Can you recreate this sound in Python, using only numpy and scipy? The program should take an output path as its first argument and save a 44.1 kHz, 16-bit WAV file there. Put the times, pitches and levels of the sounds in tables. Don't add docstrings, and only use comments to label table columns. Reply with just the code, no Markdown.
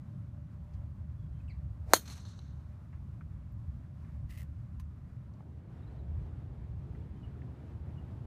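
import sys
import numpy as np
from scipy import signal
from scipy.fft import rfft, irfft
from scipy.io import wavfile

SR = 44100
rng = np.random.default_rng(int(sys.argv[2]) if len(sys.argv) > 2 else 0)


def amplitude_ratio(level_db):
    exponent = np.asarray(level_db, float) / 20
    return 10 ** exponent


def generate_wav(signal):
    frames = np.transpose(np.atleast_2d(signal))
    scaled = np.clip(frames, -1, 1) * 32767
    pcm = np.round(scaled).astype(np.int16)
    wavfile.write(sys.argv[1], SR, pcm)


N = 364266
T = np.arange(N) / SR

# [t/s, deep level/dB, upper level/dB]
RUMBLE_LEVEL = [(0.0, -57.5, -47), (0.7, -47, -50), (1.7, -44.5, -51), (1.91, -41, -54), (2.0, -57, -50.5),
                (2.11, -50.5, -48.5), (2.8, -50.5, -53), (3.15, -44.5, -49), (3.68, -46, -49.5),
                (3.82, -50.5, -50.5), (4.28, -43.5, -48), (5.36, -53.5, -52), (6.1, -40.5, -50),
                (6.69, -45, -51), (7.36, -47, -47), (7.59, -55, -52), (7.84, -48.5, -48), (8.26, -46, -47)]
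# [f/Hz, level/dB]
RUMBLE_COLOUR = [(20, -45), (31, -22.5), (39, -14), (50, -9), (61, 0.38), (68, 0.5), (77, 4), (90, -2.5),
                 (105, -0.5), (125, -3), (145, -4.5), (165, -9), (210, -17.5), (270, -25.5), (330, -31),
                 (430, -56)]
# [f/Hz, level/dB]
TEE_HUSH_COLOUR = [(120, -32), (200, -1.5), (240, -7), (424, -20.5), (491, -22.5), (590, -15.5), (659, -20),
                   (916, -23), (1040, -20.5), (2560, -35.5), (3190, -39), (14300, -51.5), (16000, -57.5)]
# [f/Hz, level/dB]
GREEN_HUSH_COLOUR = [(120, -34.5), (200, -4), (259, -6), (373, -10.5), (401, -14.5), (432, -11), (465, -16),
                     (763, -19), (933, -21.5), (2910, -37.5), (5630, -47.5), (13800, -56), (16000, -68)]
# [start t/s, end t/s]
TEE_FADE = (4.82, 5.83)
# [t/s, level/dB]
GREEN_LEVEL = [(4.9, -73), (5.4, -65), (5.75, -59), (6.12, -57.5), (6.6, -58), (7.3, -57.5), (8.26, -56)]
PATCH_EDGES = [200, 330, 520, 800, 1150, 1600, 2400]
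# [t/s, level/dB]
HUM_LEVEL = [(0, -76), (.33, -66.5), (.55, -78.5), (2.3, -80.5), (5.3, -88)]
# [t/s, starting level/dB, low f/Hz, high f/Hz, t60/s]
TICKS = [(.735, -70.5, 2000, 7000, 0.11), (1.265, -64, 1300, 2300, 0.033), (2.855, -65, 1200, 1980, 0.042),
         (2.927, -61.5, 900, 2300, 0.14), (3.209, -53, 950, 2200, 0.047),
         (3.52, -77.5, 12000, 15100, 0.079), (4.047, -56, 1000, 2440, 0.021),
         (4.797, -57.5, 1200, 15000, 0.055), (5.337, -69, 3500, 6500, .02),
         (5.405, -46.5, 500, 1900, 0.014), (6.949, -58.5, 1350, 2190, 0.048),
         (7.417, -59.5, 1395, 2300, .04)]
# [t/s, length/s, start f/Hz, end f/Hz, peak level/dB before flutter]
WHISTLES = [(1.17, 0.11, 3440, 3250, -82), (1.31, .095, 3150, 3150, -80), (1.395, .02, 2670, 2450, -76),
            (5.774, .025, 3870, 3500, -79), (5.82, .03, 4000, 3600, -78.5), (5.86, .03, 4050, 4000, -80.5),
            (5.95, .025, 3880, 3580, -81), (5.978, 0.037, 4200, 3700, -80),
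            (7.16, 0.035, 3040, 3160, -74.5), (7.222, 0.035, 3050, 2800, -69.5),
            (7.962, .045, 3050, 2670, -71)]
# [t/s, f/Hz, level/dB, octave re fundamental/dB, third harmonic re fundamental/dB]
CHIRP = [(1.479, 2870, -75, -24.5, -22), (1.487, 2845, -62, -30, -18), (1.494, 2600, -68, -22, -11),
         (1.498, 2390, -61, -9, -26), (1.506, 2230, -61, -6, -34), (1.526, 2150, -71, -8, -34)]
# [f/Hz, level/dB]
SWISH_COLOUR = [(150, -41), (250, -8.5), (748, -2.5), (1070, -16.5), (2160, -20.5), (3210, -32),
                (4370, -26), (15000, -37.5)]
# [start f/Hz, end f/Hz, 1/e fall of pitch/s, level/dB before a 3 dB lift, t60/s]
POP = (2300, 300, .0008, -2.0, .0105)
# [f/Hz, level/dB]
CRACK_COLOUR = [(1800, -20), (3000, -12), (4100, -0.5), (5200, -6), (7000, -2), (8000, -7), (9500, -2.5),
                (12500, -5), (15500, -9)]
# [f/Hz, level/dB, t60/s]
HEAD_MODES = [(3250, -41, .07), (4186, -28, .04), (4257, -27, 0.045), (4430, -32, 0.1), (5007, -37, 0.013),
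              (5980, -31.5, 0.043), (6440, -25, .06), (6577, -28.5, .07), (6930, -26.5, .04),
              (6500, -30.5, .05), (7165, -30.5, .04), (8224, -27.5, .025), (8952, -39, 0.09),
              (11000, -36, 0.08), (13700, -35.5, 0.12)]
# [f/Hz, level/dB]
NEAR_COLOUR = [(150, -32.5), (250, -2.5), (583, -3), (795, -11), (1590, -4.5), (2620, -17), (3160, -10),
               (4320, -3), (4790, -17.5), (6420, -7), (7380, -13.5), (11400, -9), (15500, -16)]
# [t/s, tone level/dB before air loss, strongest f/Hz, breadth 0-1 (noise beside the tone), t60/s]
SLAPS = [(1.9405, -21.5, 6417, 0.2, .035), (1.949, -41, 4350, 0.1, .11), (1.962, -47, 3150, .1, .1),
         (2.0562, -55.5, 4230, .3, .04), (2.077, -48.5, 4300, .9, 0.024), (2.1001, -43, 4280, 0.5, .02),
         (2.2518, -57, 6150, 0.76, .08), (2.3905, -48, 4000, 0.68, 0.019)]
# [t/s, level/dB before air loss, rise/s, t60/s]
TREES = [(1.99, -60.5, .02, 0.64), (2.054, -58, 0.0043, 0.35), (2.075, -51.5, .006, .3),
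         (2.09, -51.5, 0.03, .6), (2.25, -60.5, 0.022, 1.0), (2.40, -69.5, .03, .9)]
# [f/Hz, level/dB]
FAR_COLOUR = [(240, -34), (400, -5), (511, -11.5), (586, -7.5), (738, -9), (1100, -5.5), (1790, -9.5),
              (2970, -10.5), (3210, -15), (4220, -4), (4840, -15.5), (6280, -4.5), (6890, -11.5),
              (13500, -18), (15500, -27)]
# [f/Hz, level/dB]
SLIDE_COLOUR = [(710, -33), (1200, -8), (1570, -14), (1980, 4), (2310, -11.5), (2770, -5.5), (3210, -12.5),
                (6310, -17), (14500, -16), (15500, -17)]
# [f/Hz, level/dB, t60/s]
KNOCK_MODES = [(1030, -55, 0.056), (2150, -64, .04), (6000, -68, .08), (6500, -70, .06)]

STRIKE_S = 1.9350


def rms_one(x):
    return x / np.sqrt(np.mean(x ** 2) + 1e-20)


def in_time(rows):
    s, *columns = np.transpose(rows)
    return [np.interp(T, s, c) for c in columns]


def level(rows):
    return amplitude_ratio(in_time(rows)[0]) * (T > rows[0][0]) * (T < rows[-1][0])


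def coloured(x, points):
    hz = np.maximum(np.fft.rfftfreq(len(x), 1 / SR), 1)
    f, db = np.transpose(points)
    gain = amplitude_ratio(np.interp(np.log(hz), np.log(f), db, -99, -99))
    return rms_one(irfft(rfft(x) * gain, len(x)))


def drift(rate_hz):
    every = 40
    r = np.exp(-2 * np.pi * every * rate_hz / SR)
    slow = signal.lfilter([1], [1, -2 * r, r * r], rng.standard_normal(N // every + 2002))
    slow = slow[2000:]
    return np.interp(np.arange(N) / every, np.arange(len(slow)), rms_one(slow))


def dying(t, t60):
    return amplitude_ratio(-60 * t / t60)


def modes(t, rows):
    return sum(amplitude_ratio(db) * np.sin(2 * np.pi * hz * t) * dying(t, t60) for hz, db, t60 in rows)


def high(x, hz):
    return signal.sosfilt(signal.butter(2, hz, "high", fs=SR, output="sos"), x)


def band(x, low_hz, high_hz):
    sos = signal.butter(3, [low_hz, min(high_hz, .45 * SR)], "band", fs=SR, output="sos")
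    return signal.sosfilt(sos, x)


def place(out_s, x):
    out, i = np.zeros(N), round(out_s * SR)
    out[i:i + len(x)] = x[:N - i]
    return out


def rumble():
    deep_db, upper_db = in_time(RUMBLE_LEVEL)
    whole = coloured(rng.standard_normal(N), RUMBLE_COLOUR)
    upper = signal.sosfiltfilt(signal.butter(2, 105, "high", fs=SR, output="sos"), whole)
    deep = rms_one(whole - upper) * amplitude_ratio(deep_db + 1.5 * drift(4.0))
    return deep + rms_one(upper) * amplitude_ratio(upper_db + 1.3 * drift(4.0))


def hush():
    tee_db, patch_db = -63, 1.3
    tee_fade = np.sqrt(np.interp(T, TEE_FADE, [1, 0]))
    out = tee_fade * amplitude_ratio(tee_db) * coloured(rng.standard_normal(N), TEE_HUSH_COLOUR)
    out += level(GREEN_LEVEL) * coloured(rng.standard_normal(N), GREEN_HUSH_COLOUR)
    for edges in zip(PATCH_EDGES, PATCH_EDGES[1:]):
        part = signal.sosfiltfilt(signal.butter(2, edges, "band", fs=SR, output="sos"), out)
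        out = out + part * (amplitude_ratio(patch_db * drift(5.9)) - 1)
    return out * amplitude_ratio(.8 * drift(6.0))


def hum():
    hz, width_hz = 593.4, 8.4
    r = np.exp(-np.pi * width_hz / SR)
    poles = [1, -2 * r * np.cos(2 * np.pi * hz / SR), r * r]
    return rms_one(signal.lfilter([1, 0, -1], poles, rng.standard_normal(N))) * level(HUM_LEVEL)


def ticks():
    tilt_hz, edge_db = 500, -26
    out, t = np.zeros(N), np.arange(SR // 6) / SR
    dull = np.exp(-2 * np.pi * tilt_hz / SR)
    for s, db, low_hz, high_hz, t60 in TICKS:
        noise = rng.standard_normal(len(t))
        puff = signal.lfilter([1 - dull], [1, -dull], noise) + amplitude_ratio(edge_db) * noise
        puff = rms_one(band(puff, low_hz, high_hz))
        out += place(s, amplitude_ratio(db) * puff * dying(t, t60) * np.minimum(t / 0.0012, 1))
    return out


def whistles():
    out = np.zeros(N)
    for s, length, start_hz, end_hz, db in WHISTLES:
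        t = np.arange(int(length * SR)) / SR
        phase = 2 * np.pi * (start_hz * t + (end_hz - start_hz) * t ** 2 / (2 * length))
        out += place(s, amplitude_ratio(db) * np.sin(np.pi * t / length) * np.sin(phase))
    return out


def chirp():
    hz, db, octave_db, third_db = in_time(CHIRP)
    phase = 2 * np.pi * np.cumsum(hz * (1 + .045 * drift(220.0))) / SR
    voice = np.sin(phase) + amplitude_ratio(octave_db) * np.sin(2 * phase) + amplitude_ratio(third_db) * np.sin(3 * phase)
    return level([(row[0], row[2]) for row in CHIRP]) * voice


def birds():
    out = (whistles() + chirp()) * amplitude_ratio(3.0 * drift(90.0))
    t = np.arange(SR // 4) / SR
    blur = rng.standard_normal(len(t)) * dying(t, 0.23)
    return out + amplitude_ratio(-33) * signal.fftconvolve(out, blur)[:N]


def swing():
    length_s, impact_db, swell_db = .095, -48, 33
    ahead = (STRIKE_S - T) / length_s
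    gain = amplitude_ratio(impact_db - swell_db * np.clip(ahead, 0, 3) ** 1.6) * (ahead > 0)
    return coloured(rng.standard_normal(N), SWISH_COLOUR) * gain


def ball_pop(t):
    start_hz, end_hz, fall, db, t60 = POP
    turns = end_hz * t + (start_hz - end_hz) * fall * (1 - np.exp(-t / fall))
    pop = amplitude_ratio(db + 3) * np.sin(2 * np.pi * turns - 1.07) * dying(t, t60) * np.minimum(t / .0005, 1)
    return np.roll(pop, round(.0003 * SR))


def face_crack(t):
    return amplitude_ratio(-10.5) * coloured(rng.standard_normal(len(t)), CRACK_COLOUR) * dying(t, .008)


def near_scatter(ring):
    noise_db, ring_db = -31, -39.5
    t60, end_s = 0.35, 0.056
    t = np.arange(SR // 3) / SR
    fading = dying(t, t60) * np.exp(-(t / end_s) ** 2) * np.minimum(t / .003, 1)
    lumps = amplitude_ratio(2.5 * drift(90.0)[:len(t)])
    smear = signal.fftconvolve(ring, rng.standard_normal(len(t)) * fading)
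    blur = coloured(rng.standard_normal(len(t)), NEAR_COLOUR) * fading * lumps
    return place(STRIKE_S, amplitude_ratio(ring_db) * smear) + place(STRIKE_S, amplitude_ratio(noise_db) * blur)


def strike():
    bounce_s, pop_db, crack_db, ring_db = .0056, -21.98, -13.85, -1.585
    t = np.arange(SR // 5) / SR
    pop, crack, ring = ball_pop(t), face_crack(t), modes(t, HEAD_MODES)
    bounce = amplitude_ratio(pop_db) * pop + amplitude_ratio(crack_db) * crack + amplitude_ratio(ring_db) * ring
    return place(STRIKE_S, pop + crack + ring) + place(STRIKE_S + bounce_s, bounce) + near_scatter(ring)


def tree_blur():
    power = np.zeros(N)
    for s, db, rise, t60 in TREES:
        t = np.maximum(T - s, 0)
        power += (amplitude_ratio(db) * np.minimum(t / rise, 1) * dying(t, t60)) ** 2
    return coloured(rng.standard_normal(N), FAR_COLOUR) * amplitude_ratio(1.46 * drift(66.0)) * np.sqrt(power)


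def wall_slaps():
    out, t = np.zeros(N), np.arange(SR // 10) / SR
    for s, db, hz, breadth, t60 in SLAPS:
        noise = coloured(rng.standard_normal(len(t)), FAR_COLOUR)
        slap = np.sin(2 * np.pi * hz * t) + np.clip(breadth, 0, 1) * noise
        out += place(s, amplitude_ratio(db) * slap * dying(t, t60))
    return out


def echoes():
    loss_db = -36.5
    spectrum, hz, out = rfft(tree_blur() + wall_slaps()), np.fft.rfftfreq(N, 1 / SR), 0
    path_s = np.clip(T - STRIKE_S - .1, 0, 1)
    for centre in np.arange(0, 17000, 2000):
        overlap = np.clip(1 - abs(hz - centre) / 2000, 0, 1)
        part = irfft(spectrum * overlap, N) * amplitude_ratio(2.0 * drift(25.0))
        out = out + part * amplitude_ratio(loss_db * path_s * (centre / 10000) ** 2)
    return out - band(out, 1500, 3700) * np.interp(T, [2.15, 2.25], [0, .6])


def slide():
    start_s, length_s, start_db, swell_db = 4.298, .128, -64.5, 3.5
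    grip_db_per_s, release_db_per_s = 1100, 800
    slips = rng.random(N) < 5000 * amplitude_ratio(3.0 * drift(70.0)) / SR
    sizes = rng.standard_normal(N) * amplitude_ratio(2.3 * np.minimum(rng.exponential(1, N), 4))
    rub = coloured(slips * sizes, SLIDE_COLOUR)
    t = T - start_s
    speed = np.clip(t / length_s, 0, 1)
    rub += high(rub, 5600) * .6 * (speed - .5)
    edges_db = grip_db_per_s * np.minimum(t, 0) - release_db_per_s * np.maximum(t - length_s, 0)
    return rub * amplitude_ratio(1.6 * drift(110.0) + start_db + swell_db * speed + np.maximum(edges_db, -200))


def knock():
    t = np.arange(SR // 6) / SR
    return place(4.797, modes(t, KNOCK_MODES) * np.minimum(t / .002, 1))


def scene():
    air = rumble() + hush() + hum()
    return (air + ticks() + birds() + swing() + strike() + echoes() + slide() + knock())[None]


def roll_off(x):
    return signal.sosfilt(signal.butter(12, 16480, fs=SR, output="sos"), x)


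def record(dry):
    cut = signal.sosfilt(signal.cheby2(10, 45, 16500, fs=SR, output="sos"), dry)
    finished = cut * np.minimum((T[-1] - T) / .004, 1)
    return roll_off(finished)


dry = scene()
out = record(dry)
generate_wav(out)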